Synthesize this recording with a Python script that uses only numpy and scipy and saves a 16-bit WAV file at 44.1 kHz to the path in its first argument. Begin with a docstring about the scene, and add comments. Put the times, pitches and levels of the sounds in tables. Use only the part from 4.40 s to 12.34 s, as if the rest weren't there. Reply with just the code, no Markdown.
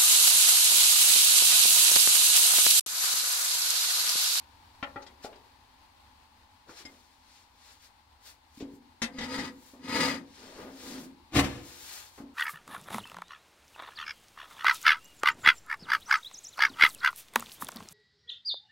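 """Flatbread on a domed iron griddle in a small hard-walled room; a gas burner, coloured noise, runs throughout.
A thin rolling pin knocks on its board (crack plus ringing modes) amid faint ticks of rustling dough; a sheet of
dough slides and flops onto the stack of bread (random grains), the pin ticks the rim and is put down with dull bumps.
A blade strikes the griddle, scrapes under the stack (stick-slip grains) and sets the dome droning. The stack
is dragged up, turned over and lands with a slap and a thump; the blade is drawn out and laid aside."""
import sys
import numpy as np
from scipy import signal
from scipy.fft import rfft, irfft
from scipy.io import wavfile
from scipy.ndimage import uniform_filter1d

SR = 44100
rng = np.random.default_rng(int(sys.argv[2]) if len(sys.argv) > 2 else 0)


def store_wav(level_fs):
    """Save 16-bit WAV to argv[1]."""
    pcm = np.round(np.clip(np.atleast_2d(level_fs), -1, 1) * 32767)
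    wavfile.write(sys.argv[1], SR, pcm.T.astype(np.int16))


N = 350138
TIME = np.arange(N) / SR
RING_TIME = np.arange(SR) / SR


def amp(db):
    """Decibels to gain."""
    return 10 ** (np.asarray(db) / 20)


def unit(x):
    """Scales to an rms of one."""
    return x / np.sqrt(np.mean(x ** 2) + 1e-20)


def read(points, hz):
    """Reads a table along log frequency."""
    point_hz, value = np.transpose(points)
    return np.interp(np.log(hz + 1), np.log(point_hz + 1), value)


def level(rows):
    """A dB curve as a gain over time, silent outside its rows."""
    time_s, db = np.transpose(rows)
    inside = (TIME >= time_s[0]) * (TIME <= time_s[-1])
    return amp(np.interp(TIME, time_s, db)) * inside


def add(mix, start_s, sound):
    """Mixes a sound in at start_s."""
    part = mix[round(start_s * SR):][:len(sound)]
    part += sound[:len(part)]


def colour(x, points):
    """Causal minimum-phase filter with the given spectrum; output has unit rms."""
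    log_gain = np.log(amp(read(points, abs(np.fft.fftfreq(4096, 1 / SR)))))
    taps = np.fft.ifft(np.exp(np.conj(signal.hilbert(log_gain)))).real
    return unit(signal.oaconvolve(x, taps)[:len(x)])


def resonate(x, resonances):
    """Passes x through parallel resonances."""
    out = 0
    for hz, width_hz, db in resonances:
        b, a = signal.iirpeak(hz, hz / width_hz, SR)
        out = out + amp(db) * signal.lfilter(b, a, x)
    return out


def ring(modes):
    """Dying modes of a struck body."""
    out = 0
    for hz, db, t60_s in modes:
        decay = np.exp(-np.log(1000) * RING_TIME / t60_s)
        out = out + amp(db) * decay * np.sin(2 * np.pi * hz * RING_TIME)
    return unit(out)


def grains(per_s, spread_db):
    """Tiny random slips, a few much larger than the rest."""
    size = amp(spread_db * np.minimum(rng.exponential(1, N), 4))
    sign = rng.choice([-1, 1], N)
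    return unit(size * sign * (rng.random(N) < per_s / SR))


def waver(depth_db, size):
    """A random gain, depth_db rms, that drifts over about size samples."""
    return amp(depth_db * unit(uniform_filter1d(rng.standard_normal(N), size=size)))


def stroke(shape, peak_s, db, rise_s, fall_s):
    """Gain of one movement: swells, peaks at peak_s, fades; 20 dB down one rise before and one fall after."""
    away = np.maximum((peak_s - TIME) / max(rise_s, 1e-3), (TIME - peak_s) / max(fall_s, 1e-3))
    gain, near = np.zeros(N), away < 4
    gain[near] = amp(db - 20 * away[near] ** shape)
    return gain


def strokes(rows, shape):
    """Overlapping movements add in power; shape 1 is a pointed swell, 2 round, more a plateau."""
    return np.sqrt(sum(stroke(shape, *row) ** 2 for row in rows))


# likeness of the two channels: hz, likeness_0_to_1
LIKENESS = [(100, 0.93), (300, 0.74), (550, 0.76), (1000, 0.1), (5000, 0.016)]


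def diffuse(pair):
    """Two unrelated signals become a field that is alike at both microphones in the bass."""
    a, b = rfft(pair)
    same = np.clip(read(LIKENESS, np.fft.rfftfreq(pair.shape[1], 1 / SR)), 0, 1)
    return irfft(np.array([a, same * a + np.sqrt(1 - same ** 2) * b]), pair.shape[1])


# decay of the reflections: hz, t60_s
ROOM_T60 = [(300, 0.76), (800, 0.2952), (5000, 0.0526), (14000, 0.17)]
# reflected against direct sound: hz, level_db
ROOM_WET = [(100, -10.5), (300, -9), (700, 1.5), (2000, 5)]


def room(x, early_db=4, early_s=0.0086, gap_s=0.0023):
    """Direct sound, dense reflections from floor and near walls, and a short tail."""
    taps = rng.standard_normal((2, SR)) * (rng.random((2, SR)) < 5000 / SR) * (RING_TIME > gap_s)
    taps = diffuse(taps * (1 + amp(early_db) * np.exp(-RING_TIME / early_s)))
    # each band decays at its own rate
    hz, t, bands = signal.stft(taps, SR, nperseg=256)
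    bands = bands * np.exp(-np.log(1000) * t / read(ROOM_T60, hz)[:, None])
    tail = rfft(signal.istft(bands, SR, nperseg=256)[1][:, :SR])
    hz = np.fft.rfftfreq(SR, 1 / SR)
    tail = tail / np.sqrt(uniform_filter1d(abs(tail) ** 2, size=600))
    paths = 1 + amp(read(ROOM_WET, hz)) * tail
    paths = paths / np.sqrt(uniform_filter1d(abs(paths) ** 2, size=240))  # keeps each band's energy
    return signal.fftconvolve(x[None], irfft(paths)[:, :SR // 2], axes=1)[:, :N]


def spread(source, count):
    """A wide contact sounds from several spots, each with its own reflections."""
    return sum(room(source()) for _ in range(count)) / np.sqrt(count)


# noise of a contact: hz, level_db
CRACK_COLOUR = [(40, -4), (165, -12.5), (260, 2), (1000, -3), (4800, -2.5), (8000, -7.5), (15000, -12)]


def blows(rows, modes, crack_s, order=3):
    """Each blow is a short crack plus the body's ring; soft contacts lose their treble."""
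    out = np.zeros(N)
    for start_s, level_db, bright_hz, crack_to_ring_db in rows:
        crack = colour(rng.standard_normal(SR) * np.exp(-RING_TIME / crack_s), CRACK_COLOUR)
        b, a = signal.butter(order, min(bright_hz, SR / 2 - 1), fs=SR)
        hit = signal.lfilter(b, a, ring(modes) + amp(crack_to_ring_db) * crack)
        add(out, start_s, amp(level_db) * unit(hit) * np.sqrt(.02))  # level counts over 20 ms
    return out


# burner as heard from the moving microphone: time_s, level_db
BURNER_LEVEL = [(0, -56.5), (1.3, -59), (3.1, -62.5), (7.94, -60.5)]
# gas flame: hz, level_db
BURNER_COLOUR = [(25, -12.5), (78, 1.5), (125, -14), (190, -17.5), (250, -8), (400, -22), (690, -17),
                 (850, -2.5), (1020, -6.5), (1250, -16), (3200, -20), (4300, -17.5), (6000, -27),
                 (16000, -34)]


def burner(flutter_db=0.8):
    """Steady gas flame with a slight flutter, spread through the room."""
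    flame = diffuse(np.array([colour(rng.standard_normal(N), BURNER_COLOUR) for _ in range(2)]))
    return flame * level(BURNER_LEVEL) * waver(flutter_db, size=2500)


# pin knocks on board, and faint ticks of rustling dough: start_s, level_db, bright_hz, crack_to_ring_db
KNOCKS_AND_TICKS = [(.4275, -31.5, 3130, 1.5), (.5595, -35.5, 1700, 2), (.622, -51, 6000, 18),
                    (.665, -51, 6100, 19), (.8455, -37, 990, 13), (.928, -53.5, 2600, 21),
                    (.957, -61, 6150, 12), (2.292, -50, 1430, 11)]
# modes of pin and board: hz, level_db, t60_s
BOARD_MODES = [(274, -2.5, 0.16), (530, -7, 0.11), (566, -4, 0.17), (834, 3, 0.077), (1130, -1, 0.051),
               (1366, 7, 0.057), (1876, -1, .055), (2250, -7, 0.073), (2870, -9, 0.061)]


def knocks_and_dough_ticks():
    """Knocks excite the quickly damped modes of pin and board; the faint dough ticks are nearly all crack."""
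    return blows(KNOCKS_AND_TICKS, BOARD_MODES, crack_s=0.0047)


# dough, cloth, bread and blade slide: peak_s, level_db, rise_s, fall_s, fizz_to_rustle_db
# dough gathered 0.8 s, unrolled 2.3, pin pulled out 3.0, pin changes hands 3.9, blade drawn back 5.3,
# stack dragged up 6.0, blade drawn out 7.3
SLIDES = [(0.842, -45.5, 0.023, 0.036, -11), (2.3, -55.5, 0.036, 0.09, -16), (2.39, -48, 0.063, .055, -15),
          (2.52, -64, .15, 0.43, -7), (2.96, -59.5, .18, 0.14, -13), (3.3, -56.5, 0.18, 0.1, -9),
          (3.445, -56.5, 0.081, 0.053, -7), (3.867, -51.5, 0.057, 0.083, -4),
          (4.19, -58.5, 0.098, 0.052, -4), (4.345, -70.5, .05, 0.036, 6), (5.29, -61, 0.22, 0.11, 0.5),
          (6.0, -55, 0.16, 0.26, -16), (6.18, -55.5, 0.3, 0.14, -15), (6.508, -47, 0.23, 0.16, -4.5),
          (6.63, -58.5, .08, 0.051, 2), (7.3, -52.5, 0.13, 0.18, -2), (7.54, -46.5, 0.29, 0.19, -1),
          (7.78, -59.5, 0.11, .06, -2)]
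# rustle: hz, level_db
SLIDE_COLOUR = [(200, -16.5), (600, -5), (1500, -1.5), (2800, -3), (4500, 1.5), (9000, -8.5), (15000, -22)]
# fizz: hz, level_db
FIZZ_COLOUR = [(3000, -28), (6500, 3), (8500, 0), (15000, -3)]


def sliding(shape=1.75):
    """Floury surfaces slip in a dense rustle, with a treble fizz set for each stroke."""
    rustle_rows = [row[:-1] for row in SLIDES]
    fizz_rows = [(peak_s, db + fizz_db, rise_s, fall_s) for peak_s, db, rise_s, fall_s, fizz_db in SLIDES]
    rustle = strokes(rustle_rows, shape) * colour(grains(per_s=2500, spread_db=3), SLIDE_COLOUR)
    fizz = strokes(fizz_rows, shape) * colour(grains(per_s=5000, spread_db=9.0), FIZZ_COLOUR)
    return rustle + fizz


# dough flops onto the stack, lifted stack bends and flaps: peak_s, level_db, rise_s, fall_s
FLAPS = [(2.295, -50, 0.03, 0.049), (2.408, -55, 0.025, 0.036), (2.49, -57.5, .06, 0.098),
         (6.06, -51, 0.11, 0.25), (6.21, -43, 0.085, 0.061), (6.28, -47, 0.084, 0.063),
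         (6.53, -48, 0.26, .18)]
# bending sheets: hz, level_db
FOLD_COLOUR = [(50, -9), (170, -9), (300, -1), (550, -2), (750, -10), (1300, -11.5), (6000, -35)]


def flapping(shape=1.7):
    """Bending dough and bread flap in sparse grains, lower than the rustle."""
    return strokes(FLAPS, shape) * colour(grains(per_s=600, spread_db=2), FOLD_COLOUR)


# pin and blade handled and put down: start_s, level_db, bright_hz, crack_to_ring_db
BUMPS = [(2.45, -48, 500, -1), (4.174, -46, 380, -16), (4.2015, -46.5, 6960, 1.5), (4.2065, -37, 610, 7),
         (4.2245, -34, 403, -10), (4.262, -43.5, 600, -10), (4.336, -44.5, 380, -14),
         (5.335, -47.5, 890, 4.5), (7.778, -46.5, 1370, 20), (7.802, -39.5, 458, 5), (7.838, -44, 400, 5)]
# hollow boom: hz, level_db, t60_s
BOOM_MODES = [(247.7, 0, 0.29), (276.6, 4, 0.27), (330, -16, 0.12), (491, -11, 0.18)]


def bumps():
    """Dull contacts excite a low hollow boom."""
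    return blows(BUMPS, BOOM_MODES, crack_s=0.018)


# pin's tip on the griddle's rim: start_s, level_db, bright_hz, crack_to_ring_db
RIM_TICKS = [(2.452, -44.5, 9400, -4.5)]
# modes of the rim: hz, level_db, t60_s
RIM_MODES = [(2110, 0, 0.086), (5070, 4, 0.054), (5200, -2, 0.054), (7390, -7, 0.065)]


def rim_ticks():
    """A light tick excites the high modes of the rim."""
    return blows(RIM_TICKS, RIM_MODES, crack_s=0.01)


# blade strikes or catches on iron: start_s, level_db, bright_hz, crack_to_ring_db
BLADE_HITS = [(4.6185, -26.5, 8700, 1), (4.6358, -32, 5000, -5.5), (4.785, -34, 6000, -3.5),
              (4.8075, -35, 5970, -4), (4.8325, -35.5, 6000, -4.5), (4.9885, -31, 7000, -7.5)]
# modes of blade on iron: hz, level_db, t60_s
BLADE_MODES = [(84.2, -14, 0.3), (236.2, 2, 0.25), (498, -7, 0.24), (830, -5.5, .18), (1310, -38, 0.25),
               (1830, -1.5, 0.055), (1995, 1.5, 0.11), (3009, -22, 0.11), (3290, -12, 0.044),
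               (3720, -3.5, .09), (4662, -17, .09), (5330, -6, 0.083)]


def blade_hits():
    """Bright cracks excite the modes of blade and griddle together."""
    return blows(BLADE_HITS, BLADE_MODES, crack_s=0.015)


# blade pushed under the stack: peak_s, level_db, rise_s, fall_s, dome_drone_db (before the drone's trim)
SCRAPES = [(4.76, -54, .07, .05, -43.5), (4.818, -42, 0.063, 0.083, -42), (4.989, -36.5, 0.15, 0.12, -35),
           (5.618, -27, 0.17, 0.16, -30.5)]
# scrape noise: hz, level_db
SCRAPE_COLOUR = [(40, -11), (90, 6), (500, 1.5), (750, -0.5), (1400, 1.5), (4800, -3), (8000, -9.5),
                 (15500, -24)]
# resonances of the scraped iron: hz, width_hz, level_db
IRON = [(513, 35, 4.5), (933, 58, 2), (1245, 41, 3), (1960, 230, -1.5), (2340, 45, -6.5), (4180, 130, -6.5),
        (4784, 65, 3)]


def scraping(iron_db=6, grip_db=2.0, shape=2.4):
    """The blade sticks and slips on crusty iron, which sings along; its grip keeps changing."""
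    slips = colour(grains(per_s=800, spread_db=1) * waver(grip_db, size=400), SCRAPE_COLOUR)
    push = strokes([row[:-1] for row in SCRAPES], shape)
    return push * unit(slips + amp(iron_db) * resonate(slips, IRON))


# lifted stack drags over the dome: peak_s, level_db (before the drone's trim), rise_s, fall_s
DRAGS = [(6.06, -58, .12, 0.17), (6.285, -45.5, .13, .14), (6.55, -40.5, .17, .24)]
# resonances of the dome: hz, width_hz, level_db
DOME = [(165.6, 25, -16.5), (237, 5.3, -11), (259.2, 15, 5.5), (265.3, 15.5, 6), (333, 44, -11)]


def droning(trim_db=-1, shape=1.93, stretch=1.32, lag_s=0.0062):
    """Rubbing keeps the dome's low modes sounding; they swell longer and later than the blade's push."""
    rub_colour = [(80, -16.5), (170, 2.5), (340, 0.5), (700, -26.0)]  # hz, level_db
    hum = resonate(colour(grains(per_s=900, spread_db=1.5), rub_colour), DOME)
    steady = hum / np.sqrt(uniform_filter1d(hum ** 2, size=2000) + 1e-12)
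    pushes = [(peak_s + lag_s, drone_db, rise_s * stretch, fall_s * stretch)
              for peak_s, _, rise_s, fall_s, drone_db in SCRAPES]
    return amp(trim_db) * strokes(pushes + DRAGS, shape) * steady


# sheets land, bulk first, then loose edges: peak_s, level_db, rise_s, fall_s
LANDING = [(6.968, -18.5, 0.035, 0.038), (6.994, -14.5, 0.017, 0.015), (7.048, -30, 0.062, 0.041),
           (7.095, -40.5, 0.06, 0.19)]
# sheet impacts: hz, level_db
SLAP_COLOUR = [(25, -16), (48, -6), (70, -4), (140, -1.5), (178, -10), (280, 1.5), (400, -13.5), (600, -9),
               (750, -13.5), (2200, -17), (4500, -21), (8000, -27.5), (15500, -39.5)]
# griddle and stand rocked by the weight: hz, level_db, t60_s
STAND_MODES = [(69.2, 2, 0.29), (129, 1.5, 0.29), (201.2, -6, 0.46), (281.2, 9, 0.22), (351, -15, 1),
               (489, -9, 0.59), (596, -5, 0.16), (802, -13, 0.42)]


def slap(start_s=6.958, thump_db=-20, rise_s=0.014, shape=1.6):
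    """A flurry of sheet impacts over the thump of the whole stack."""
    out = strokes(LANDING, shape) * colour(grains(per_s=2000, spread_db=2), SLAP_COLOUR)
    thump = ring(STAND_MODES) * (1 - np.exp(-RING_TIME / rise_s))
    add(out, start_s, amp(thump_db) * unit(thump) * np.sqrt(.05))  # level counts over 50 ms
    return out


def scene():
    """All handling sounds in the room, over the burner."""
    dull = room(knocks_and_dough_ticks() + bumps())
    soft = spread(lambda: sliding() + flapping(), count=2)
    iron = room(rim_ticks() + blade_hits())
    rubbing = room(scraping() + droning())
    return burner() + dull + soft + iron + rubbing + room(slap())


# left against right: hz, left_minus_right_db
BALANCE_DB = [(100, 0.45), (500, 1.1), (1000, 2.3), (2000, 7.4), (4500, 5.8), (8000, 1.9), (13000, 2.4)]


def record(dry, right_lag_s=.00006, edge_hz=15850):
    """The left microphone hears the scene sooner and with more treble than the right; then the band limit."""
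    hz = np.fft.rfftfreq(N, 1 / SR)
    lean_db = read(BALANCE_DB, hz)
    left = amp(lean_db / 2)
    right = amp(-lean_db / 2) * np.exp(-2j * np.pi * hz * right_lag_s)
    heard = irfft(rfft(dry) * np.array([left, right]), N)
    lowpass = signal.firwin(511, edge_hz, window=("kaiser", 9), fs=SR)
    return signal.oaconvolve(heard, lowpass[None], "same")


dry = scene()
out = record(dry)
store_wav(out)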